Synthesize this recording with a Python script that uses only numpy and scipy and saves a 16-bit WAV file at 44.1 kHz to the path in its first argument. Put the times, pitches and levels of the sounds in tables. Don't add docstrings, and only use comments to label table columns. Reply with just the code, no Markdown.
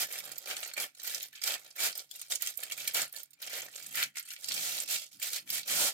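import sys
import numpy as np
from scipy import signal
from scipy.fft import rfft, irfft, next_fast_len
from scipy.io import wavfile
from scipy.ndimage import uniform_filter1d, map_coordinates

SR = 44100
rng = np.random.default_rng(int(sys.argv[2]) if len(sys.argv) > 2 else 0)


def int16_out(signal):
    q = np.round(np.clip(np.atleast_2d(signal).T, -1, 1) * 32767)
    wavfile.write(sys.argv[1], SR, q.astype(np.int16))


N = 261513

# frequency in Hz, relative level in dB.
AIR_SPECTRUM = [(25, -12), (70, -5), (130, 10), (250, -4), (600, -4), (1200, -4), (4000, 1), (16000, -36)]
# frequency in Hz, relative level in dB.
RUB_SPECTRUM = [(25, -39), (50, -21), (80, -12.5), (120, -2), (160, -4.5), (190, 4), (230, -1.5), (300, 2),
                (420, -21.5)]
# start, attack and hold in seconds, rub in dB, hum swell in dB
HAND_PRESSES = [(-0.016, 0.045, 0.018, -66, -9.5), (0.08, 0.2, 0.089, -71.5, 0),
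                (0.469, 0.071, 0.18, -81.5, 2.5), (0.756, 0.054, 0.034, -69.5, -9),
                (1.009, 0.094, 0.22, -77, -1), (1.426, 0.036, 0.044, -73.5, -6),
                (1.764, 0.066, 0.066, -67.5, -7), (2.609, 0.233, 0.115, -73.5, 0.5),
                (2.946, 0.07, 0.013, -62.5, 1), (3.387, 0.25, 0.059, -74, -4.5),
                (3.746, 0.28, 0.049, -66, -2), (4.45, 0.066, 0.43, -63.5, -5.5),
                (4.923, 0.033, 0.015, -67.5, -15.0), (5.123, 0.049, 0.02, -71, -13.5),
                (5.359, 0.16, 0.095, -65.5, -3.5), (5.671, 0.08, 0.091, -53.5, -14)]
# frequency in Hz, gain in dB.
PAPER_COLOUR = [(200, -14), (300, -17.5), (450, -10.5), (750, -8.5), (1000, -19), (1300, -10.5), (1800, -2),
                (2900, -5), (4000, 0.5), (7500, 2), (9300, 0), (10500, 1), (13500, 12), (16000, -1.5)]
# frequency in Hz, width in Hz, lift in dB.
SHEET_RESONANCES = [(559, 93, 4.5), (1396, 133, 6), (2286, 66, 6.5), (3160, 350, 3), (4360, 37, 5.5),
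                    (4920, 84, -1.5), (7170, 55, 3.5), (11600, 420, -18)]
# time in seconds, lift in dB.
HOLLOW_LIFT = [(0, 1.5), (2.2, 0), (4.1, 0), (5.2, -2.5)]
# time in seconds, delay of the left channel in seconds.
PAPER_BEARING = [(0, .00008), (4.4, .00008), (4.7, .00018), (5.05, .00028), (5.2, 0), (5.4, 0),
                 (5.55, .00012), (5.93, .0001)]
# start, attack and hold in seconds, crackle in dB, then folds and flap in dB against the
HAND_STROKES = [ (-0.016, 0.016, 0.034, -35.5, -6, -13.5), (0.07, 0.072, 0.055, -44.5, -5, -13.5),
                (0.204, 0.04, 0.12, -51, -4.5, -9.5), (0.366, 0.067, 0.03, -54.5, -8, -11.5),
                (0.45, 0.049, 0.033, -43.5, -1.5, -7.5), (0.54, 0.046, 0.11, -47.5, -3.5, -11.5),
                (0.764, 0.016, 0.013, -44, 1, -6.5), (0.801, 0.004, 0.033, -40.5, -4, -10.5),
                (0.975, 0.11, 0.098, -42.5, -8, -18), (1.197, 0.01, 0.051, -48, -9, -20),
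                (1.32, 0.014, 0.045, -58.5, 0, -21), (1.417, 0.004, 0.022, -46.5, -6, -25),
                (1.437, 0.031, 0.024, -36.5, -5, -12.5), (1.485, 0.036, 0.026, -41.5, -4.5, -10),
                (1.574, 0.023, 0.11, -58.5, -8.5, -11.5), (1.765, 0.079, 0.027, -32.5, -6, -13.5),
                (1.95, 0.0059, 0.058, -48, -12.5, -15.5), (2.09, 0.051, 0.13, -54, -10.5, -22),
                (2.295, 0.014, 0.029, -39, -11.5, -15.5), (2.392, 0.034, 0.076, -43, -7.5, -22),
                (2.56, 0.059, 0.14, -50.5, -2.5, -13), (2.765, 0.019, 0.12, -44.5, -6, -17.5),
                (2.94, 0.0087, 0.077, -35.5, -2.5, -11), (3.11, 0.054, 0.046, -50, -8, -15.5),
                (3.39, 0.061, 0.037, -48, -3, -13), (3.478, 0.076, 0.042, -42, -1.5, -12.5),
                (3.604, 0.023, 0.042, -51.5, -1, -7), (3.7, 0.055, 0.24, -50.5, -7, -18.5),
                (3.935, 0.046, 0.048, -38, 3, -16), (4.152, 0.013, 0.024, -47.5, 0.5, -31.5),
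                (4.225, 0.089, 0.024, -49, -7, -33), (4.39, 0.21, 0.057, -40, -10, -18),
                (4.56, 0.12, 0.15, -38, -8.5, -17), (4.86, 0.061, 0.04, -35.5, -7.5, -19.5),
                (4.969, 0.012, 0.057, -45.5, -12.5, -23), (5.11, 0.014, 0.028, -55.5, -13, -25),
                (5.2, 0.034, 0.05, -40, -7, -20.5), (5.28, 0.083, 0.0073, -39, -8, -21),
                (5.474, 0.07, 0.043, -37.5, -8, -21.5), (5.66, 0.053, 0.083, -34, -6, -15.5),
                (5.735, 0.082, 0.067, -30.5, -9.5, -12)]
# time in seconds, level in dB, folds and sizzle in dB against that level,
# ring pitch in Hz, left minus right in dB. snaps() adds its own trims to the levels.
CREASE_SNAPS = [(0.0163, -18.5, -7, -17, 5170, -6), (0.187, -24, -20, -16, 5530, -2),
                (0.3178, -29.5, -24, -11, 9080, -10.5), (0.381, -34, -24, -0.5, 7000, -6),
                (0.473, -33, -3.5, -15, 2380, -5), (0.5109, -30, 1, -12, 2950, -8),
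                (0.675, -36, -25, -7, 4170, -10), (0.7362, -28, -8, -12, 4330, -5),
                (0.7654, -37, 6, -12, 2410, -6), (0.7775, -30.5, 7, -11, 2340, -5),
                (0.7998, -20.5, -12, -11, 2340, 0), (0.949, -39.5, -12, -23, 9100, 0),
                (0.9991, -34.5, -16, -23, 6240, -13), (1.0743, -24, -15, -10, 3000, -7),
                (1.228, -26, -23, -9.5, 7120, -2), (1.4163, -28.5, -7, -29, 5050, -13),
                (1.4366, -14, -28, -22, 2320, -2), (1.475, -17.5, -4.5, -19, 4920, -5),
                (1.8038, -23.5, -6, -27, 7230, -12), (1.9533, -28, -7, -15, 5000, 0),
                (1.9766, -32, -18, -3.5, 8140, -8), (2.112, -29, -22, -17, 3380, 7.5),
                (2.159, -42, -24, -5, 9000, 12), (2.2145, -26.5, -6, -12, 8840, -1),
                (2.3135, -23.5, -18, -24, 7500, -7), (2.3207, -14, -11.5, -35, 3640, 0.5),
                (2.3552, -18, -21, -23, 6640, -7.0), (2.4219, -23.5, -28, -5.5, 7030, -10),
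                (2.4723, -19.5, -6.5, -14, 6270, -5), (2.5735, -38, -33, 5.5, 9000, -12),
                (2.6342, -21.5, -15, -17, 8970, -5), (2.7119, -29.5, -0.5, -16, 2720, 0),
                (2.7206, -22, -4, -17, 7000, -5), (2.7764, -34, -8, -8, 9150, -12),
                (2.8753, -13, -20, -18, 2330, -4), (2.9447, -17, -22, -15, 9350, 2),
                (2.9672, -20, -8, -9, 2900, -4), (3.1256, -37.5, -10, -1.5, 9500, -5),
                (3.1624, -33.5, -15, -12, 4480, -19.5), (3.232, -44, -21, -1.5, 9200, -19),
                (3.3064, -49, -38, -4, 8850, -8), (3.3328, -49, -17, -14, 7200, -20),
                (3.419, -32, -23, -7, 9400, -3.0), (3.954, -28.5, -13, -3, 2430, -7),
                (4.1564, -42, -1, -27, 2040, 5), (4.17, -23, -7, -34, 2100, 5),
                (4.3046, -24.5, -17, -33, 2860, 4), (4.4433, -23, -23, -25, 4660, 0),
                (4.4857, -19, -13, -21, 4940, -6.5), (4.5407, -25, -9, -18, 8050, -15),
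                (4.577, -21.5, -3, -28, 4470, -1), (5.1986, -36.5, -10, -8, 7550, 3),
                (5.227, -22, -25, -9, 7140, -6), (5.3617, -25, -17, -16, 4420, -2.0),
                (5.4748, -41, -1, -18, 2340, 10), (5.5024, -19, -17, -12, 5080, 0),
                (5.678, -30, -15, -11, 7170, -11)]

FLAP_BAND, FOLDS_BAND = (250, 1150), (980, 2900)
CRACKLE_BAND, SIZZLE_BAND = (2900, 9800), (10400, 20500)


def from_db(db):
    return 10 ** (np.asarray(db) / 20)


def rms_one(x):
    return x / np.sqrt(np.mean(x ** 2) + 1e-20)


def band(x, low_hz, high_hz, order=4):
    sos = signal.butter(order, [low_hz, min(high_hz, .48 * SR)], "band", fs=SR, output="sos")
    return signal.sosfilt(sos, x + 1e-18)


def resonate(x, hz, width_hz):
    return signal.lfilter(*signal.iirpeak(hz, hz / width_hz, fs=SR), x)


def coloured(x, spectrum):
    hz, db = np.transpose(spectrum)
    size = next_fast_len(N + SR // 10)
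    bins_hz = np.maximum(np.arange(size // 2 + 1) * SR / size, 1)
    gain = from_db(np.interp(np.log(bins_hz), np.log(hz), db))
    return irfft(rfft(x, size) * gain, size)[..., :N]


def stereo_noise(side_db):
    mid, side = rng.standard_normal((2, N))
    return mid + from_db(side_db) * side * [[1], [-1]]


def waver(per_s, depth_db):
    knots = rng.standard_normal(4096)
    return from_db(depth_db * np.interp(np.arange(N) / SR * per_s, np.arange(len(knots)), knots))


def gesture(start_s, attack_s, hold_s, release_db_per_s, sag_db_per_s=31.5, creep_share=.12, creep_s=.009):
    age = np.arange(N) / SR - start_s
    creep = creep_share * np.exp(np.clip(age / creep_s, -20, 0))
    rise = np.maximum(np.clip(age / max(attack_s, 1 / SR), 0, 1), creep)
    sag_db = sag_db_per_s * np.clip(age - attack_s, 0, hold_s)
    release_db = release_db_per_s * np.maximum(age - attack_s - hold_s, 0)
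    return rise * from_db(-np.minimum(sag_db + release_db, 200))


def hand_gains(rows, release_db_per_s):
    power = 0
    for start_s, attack_s, hold_s, level_db, *relative_db in rows:
        gains = from_db(level_db + np.array([0, *relative_db]))
        power = power + np.outer(gains, gesture(start_s, attack_s, hold_s, release_db_per_s)) ** 2
    return np.sqrt(power)


def room_air(level_db=-83.5):
    return from_db(level_db) * rms_one(coloured(stereo_noise(side_db=-1.0), AIR_SPECTRUM))


def hum(swell, hz=137.4, swell_db=-1.5, rest_db=-89.5):
    strength = np.hypot(from_db(swell_db) * swell, from_db(rest_db)) * waver(per_s=14, depth_db=2.0)
    return np.sqrt(2) * strength * np.sin(2 * np.pi * hz * np.arange(N) / SR)


def room_tail(x, t60=0.1, gap_s=0.0036, low_hz=700, high_hz=6000):
    age = np.arange(SR // 2) / SR
    diffuse = band(rng.standard_normal((2, len(age))), low_hz, high_hz, order=1)
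    tail = diffuse * from_db(-60 * age / t60) * (age > gap_s)
    return signal.oaconvolve(x, tail / np.sqrt(np.sum(tail ** 2) / 2), axes=1)[:, :N]


def table_rub(press, trim_db=3.0, rest_db=-89.0):
    rub = rms_one(coloured(stereo_noise(side_db=-10.0), RUB_SPECTRUM))
    return from_db(trim_db) * np.hypot(press, from_db(rest_db)) * rub


def place(x, narrow_below_hz=1100, low_side_db=-9.0):
    mid, side = x.mean(0), (x[0] - x[1]) / 2
    low_side = signal.sosfilt(signal.butter(1, narrow_below_hz, fs=SR, output="sos"), side)
    side = side + (from_db(low_side_db) - 1) * low_side
    n = np.arange(N)
    delay = np.interp(n / SR, *np.transpose(PAPER_BEARING)) * SR
    return np.array([map_coordinates(mid + side, [n - delay], order=5), mid - side])


def hollow(x, hz=1490, width_hz=350):
    lift = from_db(np.interp(np.arange(N) / SR, *np.transpose(HOLLOW_LIFT)))
    return x + (lift - 1) * resonate(x, hz, width_hz)


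def sheet(x):
    for hz, width_hz, lift_db in SHEET_RESONANCES:
        x = x + (from_db(lift_db) - 1) * resonate(x, hz, width_hz)
    return coloured(x, PAPER_COLOUR)


def facet(ring_db=5.0, ring_s=0.0029, lag_spread_s=.00009, pan_spread_db=3.5, ring_low_hz=1500, size=256):
    age = np.arange(size) / SR
    ring = band(rng.standard_normal((2, size)) * np.exp(-age / ring_s), ring_low_hz, SR / 2, order=2)
    flip = from_db(ring_db) * rms_one(ring) / np.sqrt(size)
    flip[:, 0] += 1
    lag = round(lag_spread_s * rng.standard_normal() * SR)
    flip = np.array([np.pad(channel, (max(d, 0), size))[:size] for channel, d in zip(flip, (lag, -lag))])
    pan = from_db(pan_spread_db * rng.standard_normal() * np.array([[.5], [-.5]]))
    return flip / np.sqrt(np.sum(flip ** 2) / 2) * pan


def ticks(low_hz=2200, high_hz=15000, width_hz=1700, size_db=5.5, run_s=0.0042, count=520, size=512):
    out = np.zeros((2, N + size))
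    age = np.arange(size) / SR
    for when, colour, strength in rng.random((count, 3)):
        at, hz = int(when * N), low_hz + (high_hz - low_hz) * colour
        run = rng.standard_normal((2, size)) * np.exp(-age / run_s)
        tick = rms_one(resonate(run, hz, width_hz))
        out[:, at:at + size] += from_db(-size_db * np.log(strength + 0.049)) * tick
    return rms_one(out[:, :N])


def pop(hz, t60, size=2048):
    age = np.arange(size) / SR
    tone = np.sin(2 * np.pi * hz * age + rng.standard_normal((2, 1))) * from_db(-60 * age / t60)
    return rms_one(tone) / np.sqrt(size)


def pops(low_hz=1700, high_hz=15000, cycles=75, size_db=2.5, count=1100, size=2048):
    out = np.zeros((2, N + size))
    for when, pitch, strength in rng.random((count, 3)):
        at, hz = int(when * N), low_hz * (high_hz / low_hz) ** pitch
        out[:, at:at + size] += from_db(-size_db * np.log(strength + 0.011)) * pop(hz, cycles / hz)
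    return rms_one(out[:, :N])


def buckles(per_s=3000, size_db=-0.5, clump_db=5.0, clump_s=0.0046, even_s=0.031,
            facets_per_s=24, facet_spread=.9, facets=28):
    avalanche = rms_one(uniform_filter1d(rng.standard_normal(N), int(clump_s * SR)))
    sizes = from_db(size_db * np.minimum(rng.exponential(1, N), 5) + clump_db * avalanche)
    clicks = sizes * rng.choice([-1, 1], N) * (rng.random(N) < per_s / SR)
    local_power = np.abs(uniform_filter1d(clicks ** 2, int(even_s * SR)))
    clicks = clicks / np.sqrt(local_power + 1e-6)
    bent = np.floor(facets_per_s * np.arange(N) / SR + facet_spread * rng.standard_normal(N)) % facets
    flips = (signal.oaconvolve([clicks * (bent == k)], facet(), axes=1)[:, :N] for k in range(facets))
    return rms_one(sum(flips))


def rustle(flap_db=1.5, sizzle_db=-4.5, sizzle_follows_folds=0.17, pops_db=-7.5, ticks_db=-0.5,
           slide_from_db=-49.5, slide_per_db=0.06, treble_pan_db=3.5, flap_pan_db=2.7):
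    rest = from_db([[-96], [-82.5], [-94.5]])
    crackle, folds, flap = np.hypot(hand_gains(HAND_STROKES, release_db_per_s=423), rest)
    sizzle = crackle * (folds / crackle) ** sizzle_follows_folds
    crinkle = rms_one(buckles() + from_db(pops_db) * pops() + from_db(ticks_db) * ticks())
    crinkle *= waver(per_s=54, depth_db=1.06)
    slide = np.clip(slide_per_db * (20 * np.log10(crackle) - slide_from_db), 0, 1)
    friction = band(rms_one(stereo_noise(side_db=-1.5)), 1770, SR / 2, order=1)
    paper = sheet(np.sqrt(1 - slide) * crinkle + np.sqrt(slide) * friction)
    out = np.zeros((2, N))
    for edges, gain, pan_db in ((CRACKLE_BAND, crackle, treble_pan_db),
                                (FOLDS_BAND, folds, 0),
                                (FLAP_BAND, flap * from_db(flap_db), flap_pan_db),
                                (SIZZLE_BAND, sizzle * from_db(sizzle_db), treble_pan_db)):
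        part = band(paper, *edges)
        out += part / np.std(part.mean(0)) * gain * from_db([[-pan_db / 2], [pan_db / 2]])
    return out


def snaps(trim_db=12.5, folds_db=8.5, flap_db=0.5, sizzle_db=8.5, per_s=4500, run_s=.004, lead_db=2.0,
          strain_db=-22.5, strain_s=0.012, ring_db=-6.5, ring_t60=0.035, size=2048):
    before = size // 4
    tracks = np.zeros((3, 2, N + 2 * size))
    age = (np.arange(size) - before) / SR
    strain = from_db(strain_db) * np.exp(-np.abs(age) / strain_s)
    shape = np.where(age < 0, strain, np.exp(-np.abs(age) / run_s))
    for time_s, level_db, folds_rel_db, sizzle_rel_db, ring_hz, pan_db in CREASE_SNAPS:
        run = rng.standard_normal(size) * (rng.random(size) < per_s / SR) * shape
        run[before] = from_db(lead_db)
        crack = signal.fftconvolve([run], facet(), axes=1)[:, :size]
        crack = crack / np.sqrt(np.sum(crack ** 2, axis=1, keepdims=True))
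        ring = np.pad(pop(ring_hz, ring_t60), ((0, 0), (before, 0)))[:, :size]
        gain = from_db([[level_db + pan_db / 2], [level_db - pan_db / 2]])
        snap = (crack + from_db(ring_db) * ring) * gain
        at = round(time_s * SR)
        for track, db in zip(tracks, (0, folds_rel_db + folds_db, sizzle_rel_db + sizzle_db)):
            track[:, at:at + size] += from_db(db) * snap
    crackle, folds, sizzle = sheet(tracks[..., before:before + N])
    body = band(folds, *FOLDS_BAND) + from_db(flap_db) * band(folds, *FLAP_BAND)
    return from_db(trim_db) * (band(crackle, *CRACKLE_BAND) + body + band(sizzle, *SIZZLE_BAND))


def scene(room_db=-11.5):
    paper = place(hollow(rustle() + snaps()))
    press, swell = hand_gains(HAND_PRESSES, release_db_per_s=350)
    return room_air() + from_db(room_db) * room_tail(paper) + table_rub(press) + hum(swell) + paper


def record(dry):
    return signal.sosfilt(signal.ellip(10, .2, 80, 16080, fs=SR, output="sos"), dry)


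dry = scene()
out = record(dry)
int16_out(out)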